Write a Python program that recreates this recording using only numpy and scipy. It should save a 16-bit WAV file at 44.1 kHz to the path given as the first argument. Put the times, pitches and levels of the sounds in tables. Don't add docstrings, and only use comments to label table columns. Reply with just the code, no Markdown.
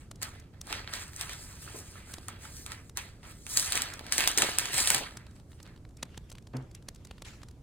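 import sys
import numpy as np
from scipy import signal
from scipy.fft import rfft, irfft
from scipy.io import wavfile
from scipy.ndimage import uniform_filter1d

SR = 44100
rng = np.random.default_rng(int(sys.argv[2]) if len(sys.argv) > 2 else 0)


def voltage_ratio(level):
    return 10 ** (np.asarray(level, float) / 20)


def unload_audio(sound):
    columns = np.transpose(np.atleast_2d(sound))
    steps = np.round(np.clip(columns, -1, 1) * 32767)
    wavfile.write(sys.argv[1], SR, steps.astype(np.int16))


N = 336042


def evened(x):
    return x / np.sqrt(np.mean(x ** 2) + 1e-20)


def read(points, hz):
    f, value = np.transpose(points)
    return np.interp(np.log(hz + 1), np.log(f + 1), value)


def colour(x, points):
    log_gain = np.log(voltage_ratio(read(points, abs(np.fft.fftfreq(4096, 1 / SR)))))
    spectrum = np.exp(np.conj(signal.hilbert(log_gain)))
    taps = np.fft.ifft(spectrum).real[:2048]
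    taps = taps / np.linalg.norm(taps)
    return signal.oaconvolve(x, taps[None], axes=1)[:, :N]


def pair(a, b, same, pan_db=0, lead_rad=0):
    hz = np.fft.rfftfreq(N, 1 / SR)
    share = np.clip(read(same, hz), -1, 1)
    left = rfft(a)
    right = share * left + np.sqrt(1 - share ** 2) * rfft(b)
    right = right * np.exp(-1j * lead_rad)
    return irfft(np.array([left * voltage_ratio(pan_db / 2), right * voltage_ratio(-pan_db / 2)]), N)


def grains(per_s, spread_db, hiss):
    clump_db = 2.5 * evened(uniform_filter1d(rng.standard_normal(N), 300))
    size_db = spread_db * np.minimum(rng.exponential(1, N), 4)
    size = voltage_ratio(clump_db) * voltage_ratio(size_db) * (rng.random(N) < per_s / SR)
    level = np.sqrt(evened(size) ** 2 + hiss)
    return evened(level * rng.standard_normal((2, N)))


def bursts(s, db, rise_s, fall_s):
    at = np.zeros(N)
    np.add.at(at, np.round(np.asarray(s) * SR).astype(int), voltage_ratio(db))
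    t = np.arange(round(min(0.5, 12 * fall_s) * SR)) / SR
    shape = (1 - np.exp(-t / rise_s)) * np.exp(-t / fall_s)
    return abs(signal.oaconvolve(at, shape / shape.max())[:N])


def split(db, tilt_db):
    treble_db = db - 10 * np.log10(2.5 + 10 ** (tilt_db / 10))
    return treble_db + tilt_db, treble_db


def strokes(s, db, swell_ms, fade_ms):
    starting, stopping = 1.3, 1.1
    step = 64
    ms = 1000 * (np.arange(0, N + step, step)[:, None] / SR - s)
    swell = abs(ms) / np.maximum(swell_ms, 3)
    fade = abs(ms) / np.maximum(fade_ms, 3)
    each_db = db - 20 * np.where(ms < 0, swell ** starting, fade ** stopping)
    power = 10 ** (np.maximum(each_db, -150) / 10)
    total_db = 10 * np.log10(power.sum(axis=1))
    return np.interp(np.arange(N) / step, np.arange(len(ms)), total_db)


def patchy(x, patchy_db):
    z = signal.stft(x, nperseg=256)[2]
    field = rng.standard_normal(z.shape[1:])
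    field = uniform_filter1d(uniform_filter1d(field, 4, 0), 14, 1)
    gain = voltage_ratio(patchy_db * evened(field))
    return signal.istft(z * evened(gain), nperseg=256)[1][:, :N]


# f/Hz, level/dB
ROOM_SPECTRUM = [(12, -36.5), (20, -8), (63, -0.5), (94, -0.5), (195, -11), (323, -16), (583, -25.5),
                 (816, -31), (1350, -36.5), (1950, -44), (2890, -45.5), (6000, -45), (7730, -45.5),
                 (15200, -55), (16500, -72)]
# f/Hz, likeness/1
ROOM_LIKENESS = [(60, 0.96), (180, 0.99), (550, 0.91), (1650, 0.17), (4970, 0.32), (15000, 0.18)]


def room():
    level_db, pan_db = -50, -1.3
    hz = np.fft.rfftfreq(N, 1 / SR)
    noise = irfft(rfft(rng.standard_normal((2, N))) * voltage_ratio(read(ROOM_SPECTRUM, hz)), N)
    return voltage_ratio(level_db) * pair(*evened(noise), ROOM_LIKENESS, pan_db)


# t/s, force/dB, tension (treble over body)/dB, 20 dB swell/ms, 20 dB body fade/ms
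HAND_TUGS = [(0.009, -62.5, -2, 74, 128), (0.223, -44.5, 0, 11, 136), (0.357, -57.5, -8.0, 232, 150),
             (0.539, -64.5, -19.5, 20, 129), (0.694, -60, 8.5, 68, 233), (0.736, -40.5, -8.5, 85, 142),
             (0.893, -49, -11, 45, 47), (0.952, -40.5, -2.5, 57, 89), (1.014, -49, 2.5, 64, 150),
             (1.195, -52.5, 2.5, 138, 200), (1.219, -45.5, 3.5, 60, 88), (1.319, -46.5, -1.5, 120, 165),
             (1.424, -62.5, 13.5, 122, 328), (1.51, -57, 1, 91, 606), (1.635, -57.5, 9.5, 68, 168),
             (1.68, -51.5, -16, 47, 245), (1.785, -59.5, 13, 101, 117), (1.904, -59.5, 6.0, 139, 293),
             (1.962, -53.5, -9, 41, 126), (2.114, -54.0, 1.5, 112, 222), (2.235, -63, 3.5, 40, 207),
             (2.288, -49.5, -7.5, 15, 156), (2.449, -51, 1, 75, 161), (2.583, -61.5, 14.0, 140, 208),
             (2.668, -54, -2, 12, 189), (2.718, -49, -2.5, 59, 140), (2.88, -76, 12.0, 129, 63),
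             (2.977, -45.5, 0, 19, 138), (3.035, -55, -3, 32, 189), (3.245, -53.5, -7, 23, 94),
             (3.305, -55, 0.5, 89, 94), (3.414, -73, 15.0, 253, 600), (3.47, -56.5, -3, 8, 229),
             (3.523, -51, 15.5, 58, 312), (3.58, -39.5, 11.5, 35, 157), (3.671, -46, 7.5, 113, 102),
             (3.763, -36, 0.5, 123, 131), (3.824, -42.0, -2.5, 121, 152), (3.917, -49, -6.5, 79, 280),
             (4.085, -49.5, -8.0, 92, 265), (4.128, -38, 3.5, 18, 354), (4.19, -33, -2, 35, 244),
             (4.282, -39, 5.5, 15, 90), (4.38, -36, 4, 7, 248), (4.427, -34, -3.5, 85, 251.5),
             (4.59, -39.5, 1.5, 8, 201), (4.69, -42.5, -3.5, 256, 151), (4.745, -36.5, 4, 35, 227),
             (4.795, -34.5, 4.5, 79, 214), (4.866, -41.5, 3, 52, 156), (4.941, -33.5, 3.5, 186, 89),
             (4.962, -36.5, -6.5, 43, 118), (5.014, -47.5, -5, 46, 246), (5.177, -61, -15, 39, 141),
             (5.374, -69.5, 0.5, 146, 126), (5.517, -73, 5, 72, 420), (5.681, -60.5, -20, 112, 140)]


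def tugs():
    treble_fades_faster = 1.3
    flap_offset_db, flap_lost_per_tension = -10, 0.83
    s, force_db, tension_db, swell_ms, fade_ms = np.transpose(HAND_TUGS)
    body_db = strokes(s, force_db, swell_ms, fade_ms)
    treble_db = strokes(s, force_db + tension_db, swell_ms, fade_ms / treble_fades_faster)
    flap_force_db = force_db + flap_offset_db - flap_lost_per_tension * np.maximum(tension_db, -7)
    return body_db, treble_db, strokes(s, flap_force_db, swell_ms, fade_ms)


POP_RISE_S, POP_FALL_S = 0.00006, 0.0011


def small_pops():
    per_s, spread_db, over_db = 90, 2.5, -3
    s, size = rng.random((round(per_s * N / SR), 2)).T
    db = over_db - spread_db * np.maximum(np.log(size), -3)
    return bursts(s * (N - 1) / SR, db, POP_RISE_S, POP_FALL_S)


# t/s, level/dB, body over treble/dB
CREASE_SNAPS = [(0.217, -30.5, -3), (0.2251, -23.5, -7), (0.2299, -18.5, -10), (0.67, -35, -14),
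                (0.7096, -36, -8), (0.7269, -20, 5.5), (0.8756, -31, 17), (0.9367, -20.5, -3),
                (1.133, -37.5, 3), (1.1628, -29, -18), (1.211, -19.5, -2), (1.2944, -29, 1),
                (1.3324, -28.5, -11), (2.2834, -25, -5.5), (2.6629, -25.5, -2.5), (2.719, -27, 6),
                (2.9724, -17.5, -6.5), (2.9793, -30, 1), (3.2312, -43, 14), (3.4662, -28, -0.5),
                (3.4978, -31.5, -9.5), (3.5725, -5, -14.5), (3.5969, -13, -17), (3.722, -11.5, -12.5),
                (3.7305, -23, 7), (3.7547, -14.5, -10), (3.7752, -16.5, -1), (3.8197, -13.5, -8.5),
                (3.9931, -30.5, 7), (4.0659, -32.5, 0.5), (4.1231, -10.5, -7), (4.1808, -8.5, -7.5),
                (4.206, -14.5, -0.5), (4.2392, -18.5, 10.5), (4.275, -4, -7.5), (4.281, -26.5, 0),
                (4.315, -21.5, -3.5), (4.3753, -7, -16), (4.383, -10.5, -3.5), (4.3867, -16, -6),
                (4.4207, -7.5, -0.5), (4.4933, -24, -1.5), (4.5853, -7.5, -10), (4.5949, -21, 10),
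                (4.656, -22.5, -4.5), (4.7324, -21.5, -3), (4.78, -11.5, -12.5), (4.787, -19.5, 1),
                (4.8735, -15.5, 1), (4.9024, -5, -8), (4.946, -10.5, -4), (4.9799, -20, 1)]


def crinkle_and_pops(body_db, treble_db):
    s, db, tilt_db = np.transpose(CREASE_SNAPS)
    t60s_s, afters_db = (0.31, 0.081), (-24.5, -28)
    lesser = small_pops()
    parts = []
    for pop_db, work_db, t60_s, after_db in zip(split(db, tilt_db), (body_db, treble_db), t60s_s, afters_db):
        work = voltage_ratio(work_db)
        after = bursts(s, pop_db + after_db, 0.0005, t60_s / np.log(1000))
        crinkle = work * grains(per_s=5000, spread_db=2.5, hiss=0.99)
        crinkle += after * rng.standard_normal((2, N))
        pop_level = bursts(s, pop_db, POP_RISE_S, POP_FALL_S) + work * lesser
        pops = pop_level * np.sign(rng.standard_normal((2, N)))
        parts.append((patchy(crinkle, 2.2), pops, np.hypot(work, after)))
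    return parts


# f/Hz, level/dB
BODY_TAUT = [(300, -28.5), (700, -8), (1100, -4.5), (1800, 1.5), (3000, -0.5), (4500, -2), (6000, -8.5),
             (9000, -29.5)]
# f/Hz, level/dB
BODY_SLACK = [(300, -26.5), (700, -12.5), (1300, 0.5), (2000, 0), (3000, -6), (4500, -7.5), (6000, -14),
              (9000, -31.5)]
# f/Hz, level/dB
TREBLE = [(2500, -16), (4500, -1), (6500, 0.5), (8200, 2.5), (10500, -1), (14000, -5.5), (15600, -12),
          (17000, -22.5)]


def crackle(body_db, treble_db):
    slack_db, taut_db = -50, -43
    parts = crinkle_and_pops(body_db, treble_db)
    (body, body_pops, body_level), (treble, treble_pops, _) = parts
    taut = np.clip((body_db - slack_db) / (taut_db - slack_db), 0, 1)
    out = colour(np.sqrt(taut) * body + body_pops, BODY_TAUT)
    out += colour(np.sqrt(1 - taut) * body, BODY_SLACK)
    out += colour(treble + treble_pops, TREBLE)
    return out, body_level


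# f/Hz, level/dB
FLAP_SPECTRUM = [(120, -7.5), (300, -1.5), (550, -1), (900, -2), (1500, -28.5)]


def flaps(flap_db):
    return colour(voltage_ratio(flap_db) * grains(per_s=400, spread_db=3, hiss=0.16), FLAP_SPECTRUM)


def notes(hz, cycles):
    t = np.arange(1500) / SR
    return np.sin(2 * np.pi * hz * t) * (1 - np.exp(-t * hz)) * np.exp(-t * hz / cycles)


def buckles(per_s, spread_db, cycles):
    out = np.zeros((2, N))
    for hz in np.geomspace(800, 4600, num=24):
        at = np.flatnonzero(rng.random(N) < per_s / 24 / SR)
        size_draw, sign_draw = rng.random((2, 2, len(at)))
        size = np.zeros((2, N))
        size[:, at] = voltage_ratio(spread_db * np.minimum(-np.log(size_draw), 4)) * np.sign(sign_draw - 0.5)
        out += signal.oaconvolve(size, notes(hz, cycles)[None], axes=1)[:, :N]
    return evened(out)


# t/s, level/dB, f/Hz
FOLD_FLIPS = [(1.677, -29.5, 1390), (1.744, -33.5, 410), (1.956, -33.5, 1290), (2.179, -34, 328),
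              (2.286, -24, 1260), (2.453, -30.5, 1370), (2.593, -39, 296), (3.774, -17, 1800),
              (3.923, -30, 1810), (4.901, -22, 1950)]


def flips():
    out = np.zeros((2, N))
    for s, db, hz in FOLD_FLIPS:
        out[:, round(s * SR):][:, :1500] += voltage_ratio(db) * notes(hz, cycles=1.63)
    return out


def echoes(x, echo_db):
    t = np.arange(SR // 8) / SR
    hits = rng.random((2, len(t))) < 0.05
    tail = rng.standard_normal((2, len(t))) * hits * np.exp(-t / 0.0086) * (t > 0.001)
    tail = tail / np.linalg.norm(tail[0])
    return x + voltage_ratio(echo_db) * signal.oaconvolve(x, tail, axes=1)[:, :N]


# f/Hz, likeness/1
SHEET_LIKENESS = [(100, .95), (400, .8), (700, .55), (2000, .55), (3500, .45), (5500, .9), (8500, .985),
                  (12000, .995), (16000, .985)]
# f/Hz, left over right level/dB
SHEET_PAN_DB = [(60, 7), (150, 1), (380, -0.5), (950, -2.5), (2380, -3), (5980, 0.5), (15000, -0.5)]
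# f/Hz, phase/rad
SHEET_LEAD_RAD = [(0, 0), (700, -.8), (1500, .5), (4100, 1.5), (5300, np.pi), (8500, 2 * np.pi),
                  (11900, 3 * np.pi), (15300, 4 * np.pi)]


def sheet():
    body_db, treble_db, flap_db = tugs()
    out, body_level = crackle(body_db, treble_db)
    out += flaps(flap_db)
    out += voltage_ratio(-11) * body_level * buckles(per_s=500, spread_db=4.5, cycles=11)
    out += flips()
    hz = np.fft.rfftfreq(N, 1 / SR)
    lead_rad = np.interp(hz, *np.transpose(SHEET_LEAD_RAD))
    return pair(*echoes(out, echo_db=-9), SHEET_LIKENESS, read(SHEET_PAN_DB, hz), lead_rad)


def faint_ticks():
    start_s, end_s, per_s = 5.25, 7.6, 8
    level_db, level_spread_db, tilt_db, tilt_spread_db = -59, 3, 7, 8
    s, size, tone = rng.random((round(per_s * (end_s - start_s)), 3)).T
    unit = 2 * np.sqrt(3)
    return np.transpose([start_s + s * (end_s - start_s),
                         level_db + level_spread_db * unit * (size - 0.5),
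                         tilt_db + tilt_spread_db * unit * (tone - 0.5)])


# t/s, level/dB, body over treble/dB
NEAR_TICKS = [(0.1137, -35.5, 1), (0.158, -47.5, -8), (0.3988, -41, -15), (0.614, -32.5, -12.5),
              (2.1386, -28, -3.5), (2.1834, -40.5, 7), (2.8957, -43, -5), (3.9378, -31.5, -17),
              (5.171, -30, -5), (5.2661, -45, 10), (5.3107, -54, 0), (5.3985, -53.5, 7), (5.5177, -53, 10),
              (5.6638, -51, 11), (5.6755, -54, -2), (5.7616, -52, 7.5), (5.851, -54.5, 12),
              (5.8913, -55, -12), (6.0914, -55, 18), (6.1445, -51, 10), (7.417, -52.5, 10),
              (7.5122, -55.5, -9), (5.6017, -45.5, 11), (5.6296, -43, -19), (5.9703, -45, -18),
              (6.0289, -24, 8.5), (6.0537, -51, -1), (6.1764, -38.5, 3.5), (6.2998, -42, -5),
              (6.3168, -39.5, 1.5), (6.325, -45.5, -9), (6.353, -47, 6), (6.383, -43, 3),
              (6.4718, -46.5, -3), (6.535, -49, 12), (6.568, -36.5, -4), (6.713, -49.5, 0),
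              (6.7491, -37, -5), (6.8247, -51.5, 2), (6.8862, -30, 0.5), (6.948, -50, -13),
              (6.9596, -45.5, -1), (7.05, -41.5, -1), (7.0712, -48.5, 4), (7.1114, -39.5, 7.5),
              (7.1815, -45, 12), (7.221, -36.5, 2.5), (7.4325, -38.5, 4), (7.4855, -48.5, 1.5)]
# f/Hz, level/dB
TICK_BODY_SPECTRUM = [(150, 5.5), (400, -0.5), (1000, 0.5), (2500, -2.5), (4500, -2.5), (7000, -29)]
# f/Hz, level/dB
TICK_TREBLE_SPECTRUM = [(2500, -13), (5000, 1), (8000, 1), (11000, -5), (15000, -15), (17000, -12.5)]


def ticks():
    s, db, tilt_db = np.vstack([NEAR_TICKS, faint_ticks()]).T
    parts = []
    for part_db, spectrum in zip(split(db, tilt_db), (TICK_BODY_SPECTRUM, TICK_TREBLE_SPECTRUM)):
        before = bursts(N / SR - s, part_db - 7, 0.0002, 0.0013)[::-1]
        level = before + bursts(s, part_db, 0.00031, 0.0023)
        parts.append(colour(level * grains(per_s=4000, spread_db=0.5, hiss=0.24), spectrum))
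    return pair(*sum(parts), [(500, 1.0), (5000, 0.94), (14000, 0.1)])


# t/s, level/dB, softness (rise)/s, scrape level/dB
CASE_KNOCKS = [(1.744, -53, .002, -47.5), (2.178, -56, 0.0012, -70), (4.374, -51, .002, -37.5),
               (4.73, -46, 0.0041, -55), (4.945, -40.5, 0.01, -45.5), (6.028, -53.5, 0.0009, -59.5),
               (6.536, -23, 0.05, -41.5)]
# f/Hz, level/dB, t60/s
TABLE_MODES = [(130.6, 4.5, 0.24), (255, 2.5, 0.16), (328, 4.5, 0.045), (470, -19.5, .15), (734, -21, 0.13),
               (780, -19.5, .06), (1080, -14.5, .05), (1500, -17.5, 0.037)]
# f/Hz, level/dB
SCRAPE_SPECTRUM = [(100, -5), (300, 12.5), (1000, 3), (2000, -5.5), (3500, -20), (5000, -40)]


def knocks():
    out = np.zeros((2, N))
    t = np.arange(SR // 2) / SR
    ring = np.zeros(len(t))
    for phase_rad, (hz, db, t60_s) in enumerate(TABLE_MODES):
        ring += voltage_ratio(db - 60 * t / t60_s) * np.sin(2 * np.pi * hz * t + phase_rad)
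    for s, db, soft_s, _ in CASE_KNOCKS:
        out[:, round(s * SR):][:, :len(t)] += voltage_ratio(db) * (1 - np.exp(-t / soft_s)) * ring
    s, _, _, scrape_db = np.transpose(CASE_KNOCKS)
    scrape = bursts(s, scrape_db, 0.001, 0.054) * grains(per_s=830, spread_db=1.5, hiss=1.4)
    return out + pair(*colour(scrape, SCRAPE_SPECTRUM), [(200, 0.96), (2000, 0.24)])


# t/s, level/dB, 20 dB swell/ms, 20 dB fade/ms
BRUSH_STROKES = [(5.99, -63, 20, 60), (6.038, -66, 40, 150), (6.15, -62, 150, 150), (6.318, -70, 300, 300),
                 (6.551, -67, 30, 400), (6.757, -58.5, 15, 38), (6.895, -68.5, 50, 150),
                 (7.1, -66.5, 300, 400), (7.25, -48, 5.5, 198), (7.4, -71, 200, 400)]
# f/Hz, level/dB
CLOTH_SPECTRUM = [(500, -10), (1200, -5), (2500, -3.5), (3500, -5.5), (4800, -9.5), (8000, -14),
                  (14500, -28.5), (16500, -36.5)]


def brush():
    level = voltage_ratio(strokes(*np.transpose(BRUSH_STROKES)))
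    friction = patchy(level * grains(per_s=5600, spread_db=2.5, hiss=1.5), 3.3)
    return pair(*colour(friction, CLOTH_SPECTRUM), [(500, 0.8), (5000, 0.226), (14000, 0.52)])


def scene():
    return room() + sheet() + ticks() + knocks() + brush()


def roll_off(x):
    return signal.sosfilt(signal.butter(12, 17000, fs=SR, output="sos"), x)


def record(dry):
    edge_hz = 16100
    edge = signal.firwin(255, edge_hz, window=("kaiser", 9), fs=SR)
    mix = signal.oaconvolve(dry, edge[None], "same")
    return roll_off(mix)


dry = scene()
out = record(dry)
unload_audio(out)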